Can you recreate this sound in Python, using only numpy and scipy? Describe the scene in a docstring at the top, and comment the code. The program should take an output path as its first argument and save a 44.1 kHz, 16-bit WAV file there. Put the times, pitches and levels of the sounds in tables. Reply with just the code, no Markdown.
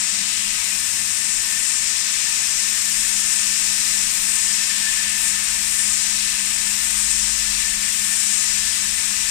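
"""An airless spray gun blasts filler onto an indoor wall, off to the left, for about nine seconds.
From the start the jet hisses over a room rumble, faint low tones and a distant, throbbing piston pump.
Each time the fan lingers it digs a groove in the wet coat, and a band of the hiss sinks as it deepens.
The spray rings narrow resonances: the lower ones sag in pitch at 1 s, and the strongest swells
like a breathy whistle near 1.5, 5 and 7.7 s. The gun is still spraying at the end."""
import sys
import numpy as np
from scipy import signal
from scipy.fft import rfft, irfft, next_fast_len
from scipy.io import wavfile
from scipy.ndimage import map_coordinates

SR = 44100
rng = np.random.default_rng(int(sys.argv[2]) if len(sys.argv) > 2 else 0)


def transcribe(u):
    """Save the signal u as a 16-bit wav file named by the first command-line argument.

    u: samples, shape (n,) or (channels, n), limited to [-1, 1]; the rate is SR.
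    q: integer samples, one column per channel.
    """
    v = np.clip(np.atleast_2d(u).T, -1, 1)
    q = np.round(v * 32767).astype(np.int16)
    wavfile.write(sys.argv[1], SR, q)


N = 410130
TIME = np.arange(N) / SR


def amp(db):
    """Decibels to gain."""
    return 10 ** (np.asarray(db) / 20)


def unit(x):
    """x at rms 1."""
    return x / np.sqrt(np.mean(x ** 2) + 1e-20)


def along(points, hz):
    """(Hz, value) points read on a log axis."""
    knots_hz, values = np.transpose(points)
    return np.interp(np.log(hz + 1), np.log(knots_hz + 1), values)


def curves(rows, t=TIME):
    """Each value column of a timed table at times t."""
    knots_s, *columns = np.transpose(rows)
    return [np.interp(t, knots_s, column) for column in columns]


def wobble(knots_per_s, t=TIME):
    """A smooth random curve."""
    return map_coordinates(rng.standard_normal(size=1024), [t * knots_per_s], mode="wrap")


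def filtered(x, response):
    """x through a complex frequency response."""
    size = next_fast_len(N + SR // 2)
    return irfft(rfft(x, size) * response(np.fft.rfftfreq(size, 1 / SR)), size)[..., :N]


def resonance(hz, centre_hz, width_hz):
    """Response of one damped mode."""
    return 1j * hz * width_hz / (centre_hz ** 2 - hz ** 2 + 1j * hz * width_hz)


def bell(hz, centre_hz, octaves):
    """Gaussian band on a log axis, peak 1."""
    return np.exp(-.5 * (np.log2((hz + 1) / centre_hz) / octaves) ** 2)


def bent(x, pitch_ratio):
    """Stereo x with its pitch bent along a curve."""
    return np.array([map_coordinates(side, [np.cumsum(pitch_ratio)], mode="mirror") for side in x])


def noise_all_round(response, spread):
    """Low stereo noise of rms 1, nearly alike at both microphones."""
    mid, side = rng.standard_normal((2, N))
    side = filtered(side, lambda hz: np.minimum(spread + hz / 600, 1))
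    return unit(filtered(np.array([mid + side, mid - side]), response))


# Room noise floor. Each row: frequency in Hz, relative density in dB.
FLOOR_SPECTRUM = [(20, -15), (60, 7.5), (100, 3), (160, 2), (240, 1), (310, -0.5), (400, -10), (600, -17),
                  (1500, -23)]

def room():
    """A deep, slowly swelling rumble under a soft steady floor."""
    rumble = noise_all_round(lambda hz: resonance(hz, centre_hz=28.1, width_hz=18) ** 2, spread=0.045)
    floor = noise_all_round(lambda hz: amp(along(FLOOR_SPECTRUM, hz)), spread=0.15)
    return rumble * amp(-52 + 2.2 * wobble(2)) + floor * amp(-51)


# Low tones. Each row: start and end in seconds, start and end pitch in Hz, top level in dB.
LOW_TONES = [(.34, 1.5, 96, 96, -55), (2.4, 3.7, 32, 36, -52), (5, 6.1, 57, 54, -50),
             (5.2, 10, 58, 62, -54), (6.75, 7.85, 51.5, 46, -42), (8.1, 9.6, 61, 66, -51.5)]

def low_tones():
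    """Faint low tones come and go, wavering and gliding a little."""
    sound = np.zeros(N)
    for start_s, end_s, start_hz, end_hz, db in LOW_TONES:
        progress = np.clip((TIME - start_s) / (end_s - start_s), 0, 1)
        hz = start_hz + (end_hz - start_hz) * progress + .5 * wobble(5)
        swell = np.sqrt(np.abs(np.sin(np.pi * progress)))
        sound += amp(db) * swell * np.sqrt(2) * np.sin(2 * np.pi * np.cumsum(hz) / SR)
    return sound


# Motor load over one piston stroke. Each row: phase 0-1, relative load in dB at throb 1.
STROKE_LOAD = [(.04, -6), (.22, -11), (.33, -10), (.48, -2.5), (.64, -6), (.8, -1)]
# Pump levels. Each row: time in seconds, hum in dB, housing in dB, throb as a multiple of STROKE_LOAD.
PUMP_LEVELS = [(0, -49, -53, 1.5), (2.1, -55.5, -57, 1.1), (3, -47.5, -57, 0.55), (4.3, -48.5, -56, 1.1),
               (7, -46, -53, 0.77), (9.3, -48, -55.5, 1)]

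def pump(stroke_hz=3.7037, hum_hz=200):
    """The motor hums at a mains harmonic, louder under load; every stroke shakes the housing alike."""
    hum_db, housing_db, throb = curves(PUMP_LEVELS)
    phase = TIME * stroke_hz % 1
    knots, load_db = np.transpose(STROKE_LOAD)
    load = unit(amp(throb * np.interp(phase, knots, load_db - load_db.mean(), period=1)))
    hum = np.sqrt(2) * np.sin(2 * np.pi * hum_hz * TIME)
    shake = rng.standard_normal(size=SR)[(phase * SR / stroke_hz).astype(int)]
    housing = unit(filtered(shake, lambda hz: resonance(hz, centre_hz=203, width_hz=63) ** 3))
    return load * (hum * amp(hum_db) + housing * amp(housing_db))


# Sound arriving straight from the jet. Each row: frequency in Hz, amplitude share 0-1.
DIRECT_SHARE = [(600, 0.1), (1700, 0.34), (2400, 0), (5000, 0.53), (8500, 0.8), (12000, 0.3)]
# The right microphone faces away. Each row: frequency in Hz, gain over the left in dB.
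RIGHT_SHADOW = [(400, -0.5), (750, -10), (1200, -7.1), (2300, -8.5), (2800, -8), (4000, -11.5), (5200, -11),
                (6400, -21.5), (8000, -29), (9500, -30), (11700, -26.2), (14500, -19.5)]

def noise_from_left(lag_s=24.6 / SR):
    """Stereo noise: the direct part reaches the right microphone late, the room's part is unrelated."""
    left, diffuse = rng.standard_normal((2, N))
    share = lambda hz: np.clip(along(DIRECT_SHARE, hz), 0, 1)
    direct = filtered(left, lambda hz: share(hz) * np.exp(-2j * np.pi * hz * lag_s))
    reflected = filtered(diffuse, lambda hz: np.sqrt(1 - share(hz) ** 2))
    right = filtered(direct + reflected, lambda hz: amp(along(RIGHT_SHADOW, hz)))
    return np.array([left, right])


# Narrow resonances. Each row: centre in Hz, width in Hz, relative level in dB.
RING_MODES = [(604, 30, -19.5), (712, 13, -10), (926, 15.4, -2.5), (1080, 29, -7.5), (1240, 47, -5.5),
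              (1536, 65, -8)]

def ringing(sharp_share=.02, sag_at_s=1.0, sag_time_s=.12):
    """The spray keeps narrow resonances sounding, a little unevenly; they start sharp, then sag."""
    def modes(hz):
        return np.sqrt(sum(np.abs(amp(db) * resonance(hz, centre_hz, width_hz) ** 2) ** 2
                           for centre_hz, width_hz, db in RING_MODES))

    pitch_ratio = 1 + sharp_share * (1 - np.tanh((TIME - sag_at_s) / sag_time_s)) / 2
    rings = bent(filtered(noise_from_left(), modes), pitch_ratio)
    return unit(rings) * amp(-46.5 + 0.7 * wobble(5.7))


# Swells of the whistle. Each row: time in seconds, level in dB before gain_db.
WHISTLE_LEVELS = [(0.0, -42), (0.31, -50), (1.35, -46), (1.55, -35), (1.63, -43.5), (4.22, -43.5),
                  (4.95, -36.5), (5.67, -43.5), (7.17, -47), (7.67, -40.5), (9.2, -44.5), (9.3, -39)]

def whistle(gain_db=4):
    """The strongest resonance rung by the spray wanders and swells like a breathy whistle."""
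    tone = filtered(noise_from_left(), lambda hz: resonance(hz, centre_hz=1770, width_hz=45) ** 2)
    tone = bent(tone, 1 + .004 * wobble(3))
    return unit(tone) * amp(curves(WHISTLE_LEVELS)[0] + gain_db)


def wall_combs(hz, t, strength=0.081, drift_s=.00006, count=7):
    """Reflections comb the hiss, and the combs slide as the gun moves."""
    delays_s = [mean_s + drift_s * wobble(0.786, t) for mean_s in np.geomspace(.003, .02, count)]
    reflections = sum(np.exp(-2j * np.pi * hz * delay_s) for delay_s in delays_s)
    return np.abs(1 + strength * reflections)


# Grooves where the fan lingers.
# Each row: start in seconds, length in seconds, final depth in mm, lift in dB before fade and depth loss.
WALL_GROOVES = [(-.37, 1.17, 44, 5.5), (0.607, 0.84, 10.4, 3), (1.387, 1.12, 39, 4), (2.66, 1.33, 24, 2.5),
                (3.82, 0.26, 17, 2), (4.082, 1.63, 70, 4), (5.13, .21, 11, 5.4), (5.566, 0.85, 30, 4.5),
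                (6.65, 1.01, 24, 3.5), (7.88, 0.96, 24.4, 3.5)]

def groove_lift_db(hz, t, dent_mm=5.2, dig_power=1.48, loss_power=0.49, fade_s=0.052):
    """Each groove rings as a quarter-wave cavity, so its broad resonance sinks as the jet digs deeper."""
    sound_mm_per_s = 343000
    lift_db = np.zeros((len(hz), len(t)))
    for start_s, length_s, final_mm, db in WALL_GROOVES:
        age_s = np.clip(t - start_s, 0, length_s)
        # The fan dents the coat at once; the groove traps the jet and deepens ever faster.
        depth_mm = dent_mm + (final_mm - dent_mm) * (age_s / length_s) ** dig_power
        centre_hz = sound_mm_per_s / (4 * depth_mm)
        fade = np.clip(np.minimum(age_s, length_s - age_s) / fade_s, 0, 1)
        depth_loss = (dent_mm / depth_mm) ** loss_power
        lift_db += db * fade * depth_loss * bell(hz, centre_hz, octaves=.38)
    return lift_db


# Spectrum of the hiss. 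Each row: frequency in Hz, relative density in dB.
HISS_SPECTRUM = [(300, -36), (450, -34), (650, -25), (1050, -17.5), (1400, -16), (2000, -8.5), (3200, -10),
                 (4600, -8), (5600, -4), (6400, -4.5), (7700, -0.5), (9000, -2.5), (10300, -16.5),
                 (15000, -23.5)]
# Resonances that colour the jet. Each row: centre in Hz, width in Hz, lift in dB.
TIP_MODES = [(2566, 480, 4), (5760, 420, 0.6), (7670, 420, 1.5), (8740, 410, 0.5)]
# Two shifting bands of the hiss. Each row: time in seconds, treble lift in dB, sizzle lift in dB.
BAND_LIFTS = [(0, -2.5, -3), (.55, 0.7, 0.5), (.8, 1, 0.5), (1.55, -0.2, 0.5), (1.8, -0.3, -0.5),
              (2.6, 1.5, 3.5), (2.8, 1.2, 0.5), (3.8, 3, 1.5), (4.4, 1.1, -0.6), (9.3, 1.5, -0.1)]
# Drift of the gun. Each row: time in seconds, level in dB before gain_db,
# left minus right in dB (only its swing about the mean is used).
GUN_DRIFT = [(0, -23, 17), (1.3, -23.5, 19), (2.7, -22.5, 18.5), (3.75, -22.5, 17.5), (4.6, -22, 19),
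             (5.5, -22.5, 18.5), (6.5, -22.5, 19), (7.3, -22.5, 19.5), (7.75, -22.5, 19.5),
             (8.4, -22.5, 20), (9.3, -22.5, 19.5)]

def jet(gain_db=3):
    """Filler tears into droplets at the nozzle and scours the wall."""
    hz, t, spectra = signal.stft(noise_from_left(), SR, nperseg=2048)
    hz = hz[:, None]
    treble_db, sizzle_db = curves(BAND_LIFTS, t)
    treble = np.clip((hz - 7000) / 4500, 0, 1)
    sizzle = bell(hz, centre_hz=5740, octaves=.22)
    bands_db = treble * treble_db + sizzle * sizzle_db
    tip_db = sum(db * np.abs(resonance(hz, centre, width)) ** 2 for centre, width, db in TIP_MODES)
    colour = amp(along(HISS_SPECTRUM, hz) + tip_db + groove_lift_db(hz, t) + bands_db)
    spectra = spectra * colour * wall_combs(hz, t)
    pan_db = curves(GUN_DRIFT, t)[1]
    spectra[1] *= amp(pan_db.mean() - pan_db)  # the right side opens as the gun comes near
    hiss = unit(signal.istft(spectra, nperseg=2048)[1][:, :N])
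    flutter_db = 0.39 * wobble(110)  # the sheet of filler breaks up unevenly
    return hiss * amp(curves(GUN_DRIFT)[0] + flutter_db + gain_db)


def scene():
    """The jet and its resonances over pump, low tones and room."""
    return jet() + ringing() + whistle() + pump() + low_tones() + room()


def record(dry):
    """Brick-wall low-pass at 15250 Hz."""
    return filtered(dry, lambda hz: hz < 15250)


dry = scene()
out = record(dry)
transcribe(out)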